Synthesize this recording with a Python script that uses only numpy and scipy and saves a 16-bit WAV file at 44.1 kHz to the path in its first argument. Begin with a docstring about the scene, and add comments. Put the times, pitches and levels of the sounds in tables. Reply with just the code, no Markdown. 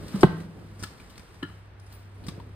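"""A plastic spin-mop bucket lands on a hard floor: one edge touches, then the tub booms in its wall modes.
A hand grips the telescopic handle and snaps its lock; the mop head knocks in its basket.
The steel tube slides up with a thin squeak and pings at its catch. Plastic clicks and sleeves rustle.
Blows ring on in a small room, over a low appliance hum and faint room noise."""
import sys
import numpy as np
from scipy import signal
from scipy.fft import rfft, irfft, next_fast_len
from scipy.io import wavfile
from scipy.ndimage import map_coordinates

SR = 44100
rng = np.random.default_rng(int(sys.argv[2]) if len(sys.argv) > 2 else 0)


def to_wav(sig):
    """Store sig (one row per channel, or 1-D mono) as 16-bit WAV at the path in sys.argv[1].

    Samples outside -1..1 are clipped; the rate is SR.
    """
    pcm = np.clip(np.atleast_2d(sig), -1, 1) * 32767
    pcm = np.round(pcm).astype(np.int16)
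    wavfile.write(sys.argv[1], SR, pcm.T)  # frames by channels


N = 112454

# bucket on the floor: start_s, level_db, cutoff_hz
LANDINGS = [(0.159, -37, 1190), (0.2312, -5, 7000)]
# tub wall modes: pitch_hz
TUB_MODES_HZ = [285, 350, 378, 450, 563, 620, 761, 872, 965, 1055, 1305, 1548, 1912, 2977]
# the same modes: level_db
TUB_MODES_DB = [-9, 2.5, 6.5, -13, -11.5, -6, -5, -3.5, -10.5, -6.5, -18, -8, -14.5, -23.5]
# tub bottom flexing: start_s, level_db, pitch_hz, t60_s
THUDS = [(0.1412, -9.5, 197.6, 0.056), (0.165, -26.5, 173, 0.12), (0.2396, 5, 171.8, 0.05),
         (1.4315, -28, 158, 0.092), (2.2805, -13.5, 172, 0.04)]
# mop gripped, then knocking in its basket: start_s, level_db, cutoff_hz
KNOCKS = [(0.8345, -37.5, 6000), (1.4255, -31.5, 1500), (1.4292, -24, 4540), (1.4515, -38.5, 3000)]
# mop head and handle modes: pitch_hz, level_db, t60_s
MOP_MODES = [(291.7, -0.5, 0.069), (337.5, -1.5, 0.059), (975, -16, 0.066), (1326, -8, 0.047),
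             (1412, -13, 0.13), (1727, -9, 0.092), (2960, -11, 0.046), (3070, -13, 0.056),
             (4040, -15, 0.032)]
# collar and handle taps: start_s, level_db, pitch_hz, t60_s
TAPS = [(0.157, -39, 1220, .04), (0.8345, -28, 1330, 0.038), (0.836, -28, 1715, 0.037),
        (0.9985, -39.5, 2430, 0.024), (1.4335, -35, 1745, 0.039), (2.238, -41, 290, 0.058),
        (2.286, -35, 1140, 0.036), (2.399, -31, 950, 0.032)]
# plastic clicks and scuffs: start_s, mid_db, upper_db, treble_db, t60_s
CLICKS = [(0.081, -64, -45.5, -46.5, 0.043), (0.138, -36, -51, -59, 0.091), (0.156, -37.5, -49, -47, 0.067),
          (0.207, -48, -45, -38, 0.14), (0.2316, -10, -26, -37, .04), (0.402, -38, -50.5, -53, 0.047),
          (0.793, -47, -65, -51, 0.24), (0.826, -31.5, -48, -37, 0.034), (0.834, -27.5, -38, -29, 0.028),
          (0.838, -37.5, -34.5, -36, 0.039), (0.9988, -44.5, -57, -58, 0.11),
          (1.097, -49, -55.5, -58, 0.12), (1.156, -45, -49.5, -62, 0.032), (1.1785, -36, -47, -44, 0.033),
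          (1.194, -40, -53, -51, 0.045), (1.343, -45.5, -62, -56.5, 0.046),
          (1.429, -33, -45.5, -47.5, 0.037), (1.497, -41.5, -58, -70, 0.04),
          (1.797, -70, -59, -50.5, 0.028), (1.864, -70, -64, -57, 0.035), (1.925, -51, -50, -50, 0.032),
          (2.238, -53, -52.5, -67, 0.13), (2.266, -39.5, -50, -44, 0.059), (2.283, -30.5, -39.5, -40, 0.06),
          (2.398, -39, -51, -66, 0.032)]
# click spectra, one per band: freq_hz, gain_db
MID_SPECTRUM = [(250, 12), (600, -22), (1000, -3), (1700, -4.5), (2200, -6), (4000, -22), (9000, -65)]
UPPER_SPECTRUM = [(1000, -44), (2000, -7), (3000, 3.5), (4500, 4.5), (6000, -29.5), (9000, -12)]
TREBLE_SPECTRUM = [(2500, -50), (5000, 8.5), (7000, -2.5), (8800, 5.5), (10200, -3), (11500, -27),
                   (13500, -6), (15500, -17)]
# tube squeak: time_s, pitch_hz
SQUEAK_PITCH = [(1.79, 8900), (1.82, 10000), (1.865, 10550), (1.9, 9500), (1.93, 9850), (1.98, 9850),
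                (2.03, 8600), (2.08, 9000), (2.11, 8700), (2.17, 9800), (2.27, 9650)]
# tube squeak: time_s, level_db
SQUEAK_LEVEL = [(1.79, -78), (1.85, -64), (1.9, -81), (1.945, -60), (2.0, -86), (2.1, -81), (2.19, -72),
                (2.27, -81)]
# hand and sleeve rubbing: time_s, level_db
RUB_LEVEL = [(0, -52), (.2, -45.5), (.27, -56), (.42, -54), (.48, -62.5), (.77, -60), (.82, -52.5),
             (.89, -53), (.96, -57), (1.12, -57), (1.27, -58), (1.4, -60.5), (1.55, -61), (1.75, -73.5),
             (1.93, -55.5), (2.1, -66.5), (2.33, -59), (2.55, -67)]
# rubbing: freq_hz, gain_db
RUB_SPECTRUM = [(200, 6.5), (600, 4), (1500, 3.5), (3000, -3), (5000, -2), (6700, -10.5), (9000, -5.5),
                (10200, -9.5), (11500, -37.5), (13500, -6), (15500, -33)]
# rumble of the handled tub: time_s, level_db
RUMBLE_LEVEL = [(0, -43.5), (.13, -41.5), (.3, -35), (.5, -47), (.85, -54.5), (1.0, -56), (1.4, -59),
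                (1.5, -51), (1.6, -63.5), (2.1, -60.5), (2.3, -43), (2.55, -56)]
# rumble: freq_hz, gain_db
RUMBLE_SPECTRUM = [(25, -15), (50, -4), (110, -5), (180, -2.5), (260, -6), (450, -10.5), (700, -18.5),
                   (2000, -38), (6000, -55)]
# room decay: freq_hz, t60_s
ROOM_DECAY = [(100, 0.8), (180, 0.95), (400, 0.26), (1500, 0.53), (4000, .42), (12000, 0.19)]
# reverb send: freq_hz, gain_db
ROOM_SEND = [(60, -24), (170, -16.5), (240, -24.5), (350, -23.5), (700, -16.5), (1500, -10.5), (4000, -7),
             (12000, -12.5)]
# standing waves: pitch_hz, level_db, t60_s
ROOM_MODES = [(163.4, -71.5, 0.84), (184.3, -73, 0.72)]
# appliance hum: time_s, level_db
HUM_LEVEL = [(0, -51), (.4, -50.5), (.88, -45.5), (.98, -82), (1.35, -55), (1.46, -46.5), (1.7, -50.5),
             (2.0, -48), (2.3, -44.5), (2.55, -44.5)]
# room noise: freq_hz, gain_db
AIR_SPECTRUM = [(25, -1), (50, 0), (110, -6.5), (200, -18), (350, -17), (700, -20.5), (1500, -21),
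                (3000, -30.5), (6200, -44.5), (9000, -75.5), (11500, -84), (13500, -58), (15500, -64)]
# left-right likeness of near and of diffuse sound: freq_hz, coherence
NEAR_COHERENCE = [(100, 0.57), (250, 1), (500, 0.54), (1200, 0.62), (2500, 0.16), (5000, 0.84),
                  (9000, 0.53), (14000, 0.42)]
DIFFUSE_COHERENCE = [(100, 0.82), (250, 0.87), (500, 0.6), (1000, 0.22), (2000, 0.023), (9000, .2)]
# balance of the direct blows: freq_hz, left_minus_right_db
BALANCE = [(100, -8), (300, 2), (700, 1), (2500, 4.5), (5000, 5.5), (10000, -1)]
# phase between the microphones: freq_hz, left_lead_rad
PHASE_LEAD = [(0, 0), (2600, 0), (6000, -3.3), (9500, -6.8), (13200, -12.4), (16000, -15.5)]


def bucket(lowest_t60_s=0.052, damping_exponent=0.14):
    """Landings ring the tub walls, higher modes dying sooner; the bottom flexes with dull thuds."""
    modes = [(hz, db, lowest_t60_s * (TUB_MODES_HZ[0] / hz) ** damping_exponent)
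             for hz, db in zip(TUB_MODES_HZ, TUB_MODES_DB)]
    walls = strike_modes(LANDINGS, modes, swell_cycles=1.15, spread_rad_per_khz=0.53)
    return walls + strike_single(THUDS, swell_cycles=1.0, spread_rad_per_khz=0.6)


def mop():
    """Knocks ring the mop head and handle; light taps ring one resonance each."""
    knocks = strike_modes(KNOCKS, MOP_MODES, swell_cycles=0.85, spread_rad_per_khz=0.57)
    return knocks + strike_single(TAPS, swell_cycles=3.0, spread_rad_per_khz=0.14)


def strike_modes(blows, modes, swell_cycles, spread_rad_per_khz):
    """Each blow rings all modes; soft contact loses the high ones."""
    out = np.zeros((2, N))
    for start_s, blow_db, cutoff_hz in blows:
        for hz, mode_db, t60_s in modes:
            gain = amp(blow_db + mode_db) / np.hypot(1, (hz / cutoff_hz) ** 2)
            add(out, start_s, gain * ring(hz, t60_s, swell_cycles, spread_rad_per_khz))
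    return out


def strike_single(contacts, swell_cycles, spread_rad_per_khz):
    """Each contact rings one resonance."""
    out = np.zeros((2, N))
    for start_s, db, hz, t60_s in contacts:
        add(out, start_s, amp(db) * ring(hz, t60_s, swell_cycles, spread_rad_per_khz))
    return out


def ring(hz, t60_s, swell_cycles, spread_rad_per_khz, rattle_rad_per_khz=0.37):
    """One mode swells and decays; loose plastic jitters its phase."""
    t, khz = np.arange(SR // 4) / SR, hz / 1000
    stereo_rad = spread_rad_per_khz * khz * rng.standard_normal() * np.array([[1], [-1]])
    jitter_rad = rattle_rad_per_khz * khz * wobble(244, size=len(t))
    envelope = (1 - np.exp(-(t * hz / swell_cycles) ** 2)) * amp(-60 * t / t60_s)
    return envelope * np.sin(2 * np.pi * hz * t + stereo_rad + jitter_rad)


def clicks(attack_s=0.00087):
    """Plastic rubs on plastic in short bursts: rim, lock, collar, basket."""
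    out, t = np.zeros((2, N)), np.arange(SR // 6) / SR
    spectra = MID_SPECTRUM, UPPER_SPECTRUM, TREBLE_SPECTRUM
    for start_s, *bands_db, t60_s in CLICKS:
        burst = sum(amp(db) * noise(spectrum, NEAR_COHERENCE, size=len(t))
                    for db, spectrum in zip(bands_db, spectra))
        envelope = (1 - np.exp(-t / attack_s)) * amp(-60 * t / t60_s)
        add(out, start_s, burst * envelope)
    return out


def tube(waver_hz=110, flutter_db=4, ping_s=1.925, ping_hz=14750, ping_db=-54, ping_t60_s=0.3):
    """The steel tube slides with a thin squeak and pings once at its catch."""
    t = np.arange(N) / SR
    sliding = (t > SQUEAK_LEVEL[0][0]) & (t < SQUEAK_LEVEL[-1][0])
    squeak_gain = sliding * amp(curve(SQUEAK_LEVEL) + flutter_db * wobble(81))
    squeak = squeak_gain * tone(curve(SQUEAK_PITCH), waver_hz, rate_hz=420)
    ping_gain = (t > ping_s) * amp(ping_db - 60 * np.abs(t - ping_s) / ping_t60_s)
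    return squeak + ping_gain * tone(ping_hz, waver_hz, rate_hz=420)


def rustle(grain_db=1.0, lump_db=2):
    """Hand and sleeve rub grainily; the handled tub rumbles."""
    rub = amp(curve(RUB_LEVEL) + grain_db * wobble(170)) * noise(RUB_SPECTRUM, NEAR_COHERENCE)
    rumble_gain = amp(curve(RUMBLE_LEVEL) + lump_db * wobble(24.73))
    return rub + rumble_gain * noise(RUMBLE_SPECTRUM, DIFFUSE_COHERENCE)


def room(x, delay_s=0.008):
    """Wall reflections decay as noise; two standing waves linger."""
    white = noise([(1, 0), (SR, 0)], DIFFUSE_COHERENCE, size=SR)
    hz, frame_s, spectra = signal.stft(white, SR, nperseg=512)
    t60_s = at_hz(ROOM_DECAY, hz)[:, None]
    unit_energy = np.sqrt(2 * np.log(1000) / (t60_s * SR))
    gain = amp(at_hz(ROOM_SEND, hz)[:, None] - 60 * frame_s / t60_s) * unit_energy
    tail = signal.istft(spectra * gain, SR, nperseg=512)[1]
    t = np.arange(tail.shape[1]) / SR
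    standing = sum(amp(db - 60 * t / mode_t60_s) * np.sin(2 * np.pi * mode_hz * t)
                   for mode_hz, db, mode_t60_s in ROOM_MODES)
    impulse = np.pad(tail + standing, ((0, 0), (round(delay_s * SR), 0)))
    return signal.fftconvolve(x, impulse, axes=1)[:, :N]


def background(hum_hz=99.3, lower_hz=66, lower_db=-8.5, drift_hz=1.0, air_db=-50):
    """Two low appliance tones beat over faint room noise."""
    upper = tone(hum_hz, drift_hz, rate_hz=6.2)
    lower = amp(lower_db) * tone(lower_hz, drift_hz, rate_hz=6.2)
    hum = amp(curve(HUM_LEVEL)) * np.sqrt(2) * (upper + lower)
    return hum + amp(air_db) * noise(AIR_SPECTRUM, DIFFUSE_COHERENCE)


def amp(db):
    """Decibels to gain."""
    return 10 ** (np.asarray(db) / 20)


def at_hz(points, hz):
    """Interpolate (freq_hz, value) points on a log axis."""
    freq_hz, values = np.transpose(points)
    return np.interp(np.log(hz + 1), np.log(freq_hz + 1), values)


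def curve(points):
    """Interpolate (time_s, value) points per sample."""
    return np.interp(np.arange(N) / SR, *np.transpose(points))


def wobble(rate_hz, size=N):
    """Smooth random curve with knots at rate_hz."""
    knots = rng.standard_normal(int(size * rate_hz / SR) + 4)
    return map_coordinates(knots, [np.arange(size) * rate_hz / SR])


def tone(hz, waver_hz, rate_hz):
    """Sine with randomly wavering pitch."""
    return np.sin(2 * np.pi * np.cumsum(hz + waver_hz * wobble(rate_hz)) / SR)


def filtered(x, response):
    """Apply a frequency response by FFT."""
    size = x.shape[-1]
    padded = next_fast_len(size + SR // 4)
    return irfft(rfft(x, padded) * response(np.fft.rfftfreq(padded, 1 / SR)), padded)[..., :size]


def noise(spectrum, coherence, size=N):
    """Unit-rms stereo noise of given spectrum and coherence."""
    def mid_side_gain(hz):
        width_rad = np.arccos(np.clip(at_hz(coherence, hz), -1, 1)) / 2
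        return amp(at_hz(spectrum, hz)) * [np.cos(width_rad), np.sin(width_rad)]
    mid, side = filtered(rng.standard_normal((2, size)), mid_side_gain)
    pair = np.array([mid + side, mid - side])
    return pair / pair.std()


def add(track, start_s, sound):
    """Mix a sound into a track."""
    part = track[:, round(start_s * SR):][:, :sound.shape[-1]]
    part += sound[..., :part.shape[1]]


def scene():
    """Blows sit slightly left and excite the room; rustle, tube and background stay dry."""
    split = np.array([[0.5], [-0.5]])  # half a left-right difference per channel
    blows = bucket() + mop() + clicks()
    direct = filtered(blows, lambda hz: amp(at_hz(BALANCE, hz) * split))
    mix = direct + room(blows) + rustle() + tube() + background()
    return filtered(mix, lambda hz: np.exp(1j * np.interp(hz, *np.transpose(PHASE_LEAD)) * split))


def record(dry, low_cut_hz=38.7, ceiling=0.95, high_cut_hz=15800):
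    """Microphone chain: low cut, soft clip, steep band limit."""
    thinned = filtered(dry, lambda hz: 1 - 1 / (1 + (hz / low_cut_hz) ** 4))
    clipped = thinned / (1 + np.abs(thinned / ceiling) ** 8) ** (1 / 8)
    return filtered(clipped, lambda hz: 1 / np.hypot(1, (hz / high_cut_hz) ** 60))


dry = scene()
out = record(dry)
to_wav(out)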